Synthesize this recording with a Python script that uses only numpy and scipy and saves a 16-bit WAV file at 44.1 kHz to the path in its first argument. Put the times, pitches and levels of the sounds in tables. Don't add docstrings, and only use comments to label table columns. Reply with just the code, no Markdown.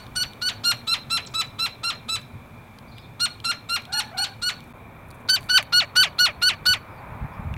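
import sys
import numpy as np
from scipy import signal
from scipy.fft import rfft, irfft
from scipy.io import wavfile
from scipy.ndimage import uniform_filter1d

SR = 44100
rng = np.random.default_rng(int(sys.argv[2]) if len(sys.argv) > 2 else 0)


def decibels_to_gain(level_db):
    exponent = np.asarray(level_db, float) / 20
    return 10 ** exponent


def to_wav(sig):
    pcm = np.clip(np.atleast_2d(sig), -1, 1) * 32767
    pcm = np.round(pcm).astype(np.int16)
    wavfile.write(sys.argv[1], SR, pcm.T)


N = 333837

# t/s, hold/s, fall/s, effort level/dB, held f/Hz
YIPS = [(.153, 0.079, 0.039, -28.5, 1473), (0.412, 0.075, 0.06, -28, 1474),
        (0.636, 0.079, 0.039, -26, 1412), (0.869, 0.07, 0.063, -28, 1348), (1.097, 0.073, 0.062, -29, 1354),
        (1.337, 0.075, 0.053, -29.5, 1316), (1.585, 0.073, 0.054, -29, 1355),
        (1.831, 0.069, 0.069, -28.5, 1378), (2.082, 0.076, .047, -31, 1326),
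        (3.195, 0.062, 0.042, -28, 1420), (3.441, 0.072, 0.047, -27.5, 1384),
        (3.687, 0.074, 0.058, -29, 1394), (3.921, 0.078, 0.057, -28.5, 1438),
        (4.17, .072, .056, -28.5, 1446), (4.417, .073, .062, -29, 1449), (5.286, 0.073, 0.029, -18, 1521),
        (5.487, 0.089, 0.032, -19.5, 1492), (5.722, 0.077, 0.043, -18.5, 1453),
        (5.954, 0.073, 0.051, -17.5, 1493), (6.183, 0.072, 0.05, -18.5, 1452),
        (6.415, 0.073, 0.053, -19, 1462), (6.654, 0.079, 0.043, -19.5, 1480)]
# level of low harmonics/dB, level of high harmonics/dB
DELIVERIES = [(1, 1.5, 2.5, -7, 3.5), (2, 3.2, 2.1, -6, -1), (3.5, 0.9, -0.05, -9.5, -3),
              (3, 4, 1.5, -9, -1.5), (3.5, 2.2, -.4, -7.5, -2.5), (1.5, 2.3, 1.6, -7.5, -2.5),
              (2, 3.7, 0.5, -8, -5), (-0.5, 2.9, 1.3, -6, -1.5), (-1, 0.7, 0.9, -9.5, 2),
              (0.5, 4, -0.5, -8, 1), (0.5, 1.5, 3.5, -5.5, 0), (1.5, 2, 0.9, -4, 0.5),
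              (0.5, -0.8, 2, -7, .3), (0, 5.5, 1.4, -10, -1.5), (3, 4.5, 1.5, -6, -0.5),
              (-8.5, -.8, 2.5, -10, -6), (7.5, 3.5, 2.2, -3.5, -6.5), (1.5, 3.5, 0.6, -6.5, -10.5),
              (1, 4.5, 0, -5, -7), (-0.5, .3, -0.4, -6, -8), (-0.5, 6, 0.5, -5, -4),
              (-5.1, .7, 0.1, -5, -6.5)]
TRACT_DB = [-17, 0.17, -2.5, -14, -21.5, -12, -28, -22, -26.5, -33.5, -48]
TURN_SHARE = [0.37, 0.43, 1, 0.34, 0.6, .3, .3, .3]
# delay t/s, level/dB
ECHOES = [
    (.004, -22.5),
    (0.012, -16.5),
    (.031, -18),
    (0.055, -19.5),
    (0.075, -28.5),
    (0.093, -24.5),
    (0.125, -32.5),
    (.16, -38),
]
# f/Hz, decay time t60/s
YARD_T60 = [(500, 0.16), (3000, 0.38), (6000, 0.22), (12000, 0.3)]
# f/Hz, level/dB
YARD_COLOUR = [(400, 6), (2800, -8.5), (3800, -2.5), (4600, -5.5), (9000, -11), (16000, -3.5)]
# t/s, length/s, first f/Hz, last f/Hz, level/dB
CHIPS = [
    (1.262, 0.016, 8200, 2700, -37.5),
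    (1.268, 0.014, 8300, 5000, -48),
    (1.31, .015, 8300, 4500, -55),
]
# t/s, length/s, first f/Hz, last f/Hz, level/dB
FAR_CHIPS = [
    (2.87, .03, 4220, 5400, -63),
    (2.91, .035, 4200, 4070, -55.5),
    (2.93, 0.076, 4420, 4960, -63),
    (2.961, 0.044, 3540, 4170, -56),
    (2.996, 0.03, 4880, 5000, -68),
    (3.018, 0.04, 3980, 3580, -56),
    (3.05, 0.0253, 4800, 4440, -72),
    (6.87, 0.086, 5140, 4700, -71),
    (6.953, 0.052, 4480, 4420, -66),
    (7.327, 0.027, 5140, 4880, -65),
]
# t/s, knock level/dB, knock f/Hz, scratch level/dB
TICKS = [(.066, -40, 3520, -55), (0.334, -40.5, 3450, -51), (1.25, -40, 3370, -56),
         (2.216, -46, 3440, -51.5), (2.787, -41, 3100, -51), (2.983, -42, 3130, -49.5),
         (3.402, -40.5, 3330, -54), (3.821, -42, 3200, -49.5), (3.853, -39, 3200, -49),
         (4.605, -42, 3330, -51), (5.086, -66, 4200, -50.5), (5.105, -49.5, 4200, -42),
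         (5.111, -49.5, 4120, -43), (5.278, -43, 4000, -59), (5.408, -49.5, 3400, -42),
         (5.43, -43, 3360, -48), (5.468, -55, 3400, -52), (5.627, -30, 2250, -33),
         (5.634, -51.5, 2300, -43.5), (6.177, -65, 4500, -53.5), (6.407, -53, 4500, -58),
         (6.645, -58.5, 4500, -67), (7.54, -31, 2350, -75), (7.565, -36.5, 2330, -68)]
# t/s, length/s, level/dB
RUSTLES = [
    (4.63, 0.023, -58.5),
    (4.665, 0.028, -59),
    (4.697, 0.02, -61),
    (5.128, 0.046, -59),
    (5.187, .05, -62),
    (5.39, 0.11, -52),
]
# f/Hz, level/dB
SCRATCH_COLOUR = [(1000, -20), (3000, -23), (6000, -10), (10000, -2), (16000, -10)]
# t/s, rise/s, peak level/dB, peak f/Hz
BARKS = [
    (3.87, .11, -39, 862),
    (4.11, .09, -37.5, 787),
]
BARK_HARMONICS_DB = [-2, -4, -11, -18]
# f/Hz, level/dB
TYRES = [(250, -42), (600, 4), (1000, 11.5), (1500, 0.5), (2400, -3.5), (3200, -25.5), (5000, -31),
         (9000, -65.5)]
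# f/Hz, level per Hz/dB
HUM = [(12, -41), (20, -10), (74, -4), (113, 1.5), (233, -13), (317, -13.5), (345, -13.5), (1030, -12),
       (2060, -23.5), (2310, -14.5), (2880, -34.5), (3600, -26.5), (4900, -42), (15800, -37)]
# t/s, level/dB
HUM_DB = [(0, -52), (1.5, -53.5), (3.3, -55.5), (4.72, -54), (4.74, -49), (7.57, -47.5)]
# f/Hz, bandwidth/Hz, level/dB
COOLER = [
    (111.6, 22, -55.5),
    (233.3, 19.6, -59.5),
    (353, 9.7, -76.5),
    (2383, 34, -65.5),
    (3486, 59, -80),
]
# f/Hz, level/dB
SHADE = [(2500, 0), (3500, -4.5), (7000, -5.5), (11000, -3)]
# t/s, length/s, level/dB
PUFFS = [(0.245, 0.048, -40), (0.724, 0.034, -43.5), (2.32, 0.079, -39), (2.852, 0.088, -45),
         (6.359, 0.062, -41), (6.597, 0.05, -39), (6.67, 0.062, -35), (6.884, 0.099, -50),
         (6.979, 0.12, -45.5), (7.062, 0.17, -38), (7.199, 0.082, -26.5), (7.285, 0.059, -38),
         (7.35, 0.11, -31.5), (7.433, 0.09, -27.5), (7.493, 0.071, -28), (7.55, 0.051, -28)]
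# f/Hz, level/dB
BUFFET_COLOUR = [(15, -19), (45, 2), (110, 5.5), (220, -5), (400, -34.0), (1000, -75)]
# f/Hz, side level re mid/dB
SIDE_DB = [(60, -41), (110, -49.5), (200, -45), (380, -41.5), (700, -43), (1290, -43), (2380, -45.5),
           (4400, -36), (8120, -29.5), (15000, -24)]
# t/s, level/dB
CUT = [
    (4.727, 6.5),
    (4.729, -52),
    (4.734, -52),
    (4.736, 4),
]

EARLIER_YIP_S = -0.033
NEAR_S, NEAR_WET_DB = 4.73, -12.5
YARD_DB = -14

ATTACK_S, ATTACK_DB = 0.0064, -24
SCOOP, SCOOP_S = .15, 0.00555
SLACK_HZ = 571
FALL_BEND, FALL_DB, FALL_STRETCH = (3.3, 2.4), (-25.5, -21), (0.84, 1.08)
KNEE_S, FALL_SOON = .01, 0.86
SAG_AT, SAG_WIDTH = .5, .17
SAG_DB = -1.7
SHUT_HZ, SHUT_DB = 4500, -7
TRACT_FOLLOW = (0.62, 0.69)
HOARSE_FALL, JITTER_FALL = (.5, .2), (.04, .022)
LEAD_DB, LEAD_S = 6, 0.0077
FALL_DIM_DB = -10.5

BLUR, FAR_BLUR = 0.45, 0.96
BARK_RISE_DB, BARK_FADE_DB, BARK_FADE_S, BARK_TAIL_S, BARK_SCOOP = -16, -17.5, 0.061, .14, 0.23
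CAR_PASS_S, CAR_DB = 7.21, -44.5
CAR_NEAR_S = (0.15, 0.22)
HUM_TRIM_DB = 1


def yip(s, hold, fall, level_db, held, swell_db, climb, sag, low_db, high_db):
    near = int(s > NEAR_S)
    fall = fall * FALL_STRETCH[near]
    t = np.arange(0, hold + fall + 0.011, 1 / SR)
    effort_db, hz = effort_and_pitch(t, hold, fall, level_db, held, swell_db, climb, sag, near)
    slack = np.clip(1 - hz / held, 0, 1)
    onset_hoarse = 1.33 * np.exp(-t / 0.0036)
    hoarse = 0.00054 + HOARSE_FALL[near] * np.clip(slack - .03, 0, .3) + onset_hoarse

    jitter = (0.0051 + JITTER_FALL[near] * slack) * wobble(len(t), 249) + 0.0021 * wobble(len(t), 66)
    phase = 2 * np.pi * np.cumsum(hz * (1 + jitter)) / SR

    under, first, second, *upper = TRACT_DB
    turned_upper = upper + high_db * np.array(TURN_SHARE)
    tract_db = [under, first + low_db, second + low_db, 0, *turned_upper]
    tract = list(zip(held * np.array([.4, *range(1, 11), 12]), tract_db))

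    thinning = np.sin(np.pi * np.clip(slack / 0.59, 0, 1)) * (t > hold / 2) / 2
    fundamental_db = LEAD_DB * np.exp(-t / LEAD_S) + FALL_DIM_DB * thinning
    voice = np.zeros(len(t))
    for k in range(1, 25):
        tract_hz = k * hz * (held / hz) ** TRACT_FOLLOW[near]
        gain_db = read(tract, tract_hz) + (k == 1) * fundamental_db
        gain_db += (0.95 + 0.43 * k) * wobble(len(t), 76)
        gain_db += SHUT_DB * slack * np.log2(np.maximum(k * hz / SHUT_HZ, 1))
        clear = np.exp(-abs(hoarse) * k ** 2.08 / 3)
        breath = np.sqrt(1 - clear ** 2) * wobble(len(t), 1500)
        angle = k * phase - 1.2 * k ** 1.5
        harmonic = clear * np.cos(angle) + breath * np.sin(angle)
        voice += decibels_to_gain(gain_db) * (k * hz < 16000) * harmonic
    return decibels_to_gain(effort_db) * voice / np.sqrt(uniform_filter1d(voice ** 2, 400))


def effort_and_pitch(t, hold, fall, level_db, held, swell_db, climb, sag, near):
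    across = np.minimum(t / hold, 1) - .5
    down = np.clip((t - hold) / fall, 0, 1)
    down = uniform_filter1d(down, round(KNEE_S * SR), mode="nearest")
    dip = sag * np.exp(-((t / hold - SAG_AT) / SAG_WIDTH) ** 2)

    effort_db = level_db + ATTACK_DB * np.exp(-t / ATTACK_S) + swell_db * across + SAG_DB * dip
    effort_db += FALL_DB[near] * abs(down) ** FALL_SOON
    effort_db += 0.95 * wobble(len(t), 120)
    effort_db -= 1500 * np.maximum(t - hold - fall, 0)

    scoop = SCOOP * np.exp(-t / SCOOP_S)
    tense = held * (1 - scoop + (climb * across + sag / 3 - dip) / 100)
    hz = SLACK_HZ + (tense - SLACK_HZ) * abs(1 - down) ** FALL_BEND[near]
    return effort_db, uniform_filter1d(hz, 220, mode="nearest")


def birds():
    lead = SR // 4
    direct = np.zeros(N + lead)
    add(direct, lead / SR + EARLIER_YIP_S - .1, yip(*YIPS[0], *DELIVERIES[0]))
    for row, delivery in zip(YIPS, DELIVERIES):
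        add(direct, row[0] + lead / SR, yip(*row, *delivery))
    for notes, blur in (CHIPS, BLUR), (FAR_CHIPS, FAR_BLUR):
        for s, *note in notes:
            add(direct, s + lead / SR, chip(*note, blur))
    near = np.arange(N + lead) > lead + NEAR_S * SR
    reflected = yard(direct * decibels_to_gain(NEAR_WET_DB * near))[:N + lead]
    return (direct + reflected)[lead:]


def yard(x):
    taps = np.zeros(SR // 2)
    at = np.arange(400, len(taps) - 20, 20)
    taps[at + rng.integers(0, 20, len(at))] = rng.choice([-1., 1.], len(at))
    hz, t, z = signal.stft(taps, SR, nperseg=256)
    t60 = np.clip(read(YARD_T60, hz), .03, 1)[:, None]
    tail = signal.istft(z * decibels_to_gain(-60 * t / t60), SR, nperseg=256)[1]
    tail *= decibels_to_gain(YARD_DB) / np.linalg.norm(tail)
    for s, db in ECHOES:
        rough_wall = evened(rng.standard_normal(60)) / np.sqrt(60)
        add(tail, s, decibels_to_gain(db) * rough_wall)
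    return colour(signal.fftconvolve(x, tail), YARD_COLOUR)


def chip(length, first_hz, last_hz, db, blur):
    u = np.linspace(0, 1, round(length * SR))
    glide = first_hz + (last_hz - first_hz) * u ** 1.5
    note = np.sin(np.pi * u) ** 0.52 * np.sin(2 * np.pi * np.cumsum(glide) / SR)
    note *= 1 - blur + blur * wobble(len(u), 890)
    smear = rng.standard_normal(3000) * decibels_to_gain(-60 * np.arange(3000) / SR / 0.098)
    smear *= 0.73 * blur / np.linalg.norm(smear)
    smear[0] = 1 - np.clip(blur, 0, 1) ** 2
    return decibels_to_gain(db + 2.5) * signal.fftconvolve(note, smear)


def ticks():
    knocks, scratches = np.zeros(N), np.zeros(N)
    t = np.arange(800) / SR
    for s, knock_db, hz, scratch_db in TICKS:
        mode = resonate(resonate(rng.standard_normal(len(t)), hz, 1300), hz, 1300)
        add(knocks, s, decibels_to_gain(knock_db - 60 * t / 0.01) * evened(mode))
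        add(scratches, s, decibels_to_gain(scratch_db + 2.0 - 60 * t / 0.017) * rng.standard_normal(len(t)))
    return knocks + colour(scratches, SCRATCH_COLOUR)


def rustles():
    out = np.zeros(N)
    for s, length, db in RUSTLES:
        shape = np.hanning(round(length * SR))
        level = decibels_to_gain(db + 3.1 * wobble(len(shape), 300))
        add(out, s, level * shape * rng.standard_normal(len(shape)))
    return colour(out, SCRATCH_COLOUR)


def dog():
    out = np.zeros(N)
    for s, rise, peak_db, top_hz in BARKS:
        t = np.arange(-rise, BARK_TAIL_S, 1 / SR)
        before = np.maximum(-t / rise, 0)
        fade = 1 - np.exp(-np.maximum(t, 0) / BARK_FADE_S)
        effort_db = peak_db + BARK_RISE_DB * before + BARK_FADE_DB * fade
        hz = top_hz * (1 - BARK_SCOOP * before ** 2) * (1 + 0.03 * wobble(len(t), 160))
        phase = 2 * np.pi * np.cumsum(hz) / SR
        voice = np.zeros(len(t))
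        for k, db in enumerate(BARK_HARMONICS_DB, 1):
            voice += decibels_to_gain(db) * (1 + 0.67 * wobble(len(t), 185)) * np.cos(k * phase)
        add(out, s, decibels_to_gain(effort_db) * voice)
    return out


def car():
    tyres = evened(colour(rng.standard_normal(N), TYRES))
    return tyres * decibels_to_gain(car_db() + 1.7 * wobble(N, 23))


def car_db():
    late = np.arange(N) / SR - CAR_PASS_S
    relative_distance = late / np.where(late < 0, *CAR_NEAR_S)
    return CAR_DB - 15 * np.log10(1 + relative_distance ** 2)


def suburb():
    bed = hum() * decibels_to_gain(along(HUM_DB) + HUM_TRIM_DB) + cooler()
    return np.where(np.arange(N) < NEAR_S * SR, bed, colour(bed, SHADE))


def hum():
    hz, t, z = signal.stft(rng.standard_normal(N + 1024), SR, nperseg=1024, noverlap=768)
    patches = uniform_filter1d(uniform_filter1d(rng.standard_normal(z.shape), 10, 0), 10, 1)
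    z = z * decibels_to_gain(read(HUM, hz)[:, None] + 1.16 * evened(patches))
    return evened(signal.istft(z, SR, nperseg=1024, noverlap=768)[1][:N])


def cooler():
    out = np.zeros(N)
    for hz, width, db in COOLER:
        out += decibels_to_gain(db) * evened(resonate(rng.standard_normal(N), hz, width))
    return out


def wind():
    level = np.zeros(N)
    for s, length, db in PUFFS:
        u = np.linspace(0, 1, round(length * SR))
        add(level, s, decibels_to_gain(db - 4.5) * np.sin(np.pi * u ** 0.9) ** 2)
    rumble = colour(rng.standard_normal(N), BUFFET_COLOUR)
    return level * rumble / np.sqrt(uniform_filter1d(rumble ** 2, 1500))


def evened(x):
    return x / np.sqrt(np.mean(x ** 2) + 1e-20)


def read(points, hz):
    f, value = np.transpose(points)
    return np.interp(np.log(hz + 1), np.log(f + 1), value)


def along(points):
    return np.interp(np.arange(N) / SR, *np.transpose(points))


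def add(mix, s, sound):
    at = round(s * SR)
    sound = sound[max(-at, 0):]
    part = mix[max(at, 0):][:len(sound)]
    part += sound[:len(part)]


def colour(x, spectrum):
    response = decibels_to_gain(read(spectrum, np.fft.rfftfreq(len(x), 1 / SR)))
    return irfft(rfft(x) * response, len(x))


def wobble(count, hz):
    width = max(int(SR / hz), 1)
    return evened(uniform_filter1d(uniform_filter1d(rng.standard_normal(count), width), width))


def resonate(x, hz, width):
    r = np.exp(-np.pi * width / SR)
    return 2 * signal.lfilter([1 - r], [1, -r * np.exp(2j * np.pi * hz / SR)], x).real


def scene():
    mid = birds() + ticks() + rustles() + dog() + car() + suburb() + wind()
    side = decibels_to_gain(6.0) * colour(mid * wobble(N, 34), SIDE_DB)
    return np.array([mid + side, mid - side])


def low_pass(x):
    return signal.sosfilt(signal.butter(12, 15980, fs=SR, output="sos"), x)


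def record(dry):
    mix = dry * decibels_to_gain(along(CUT))
    return low_pass(mix)


dry = scene()
out = record(dry)
to_wav(out)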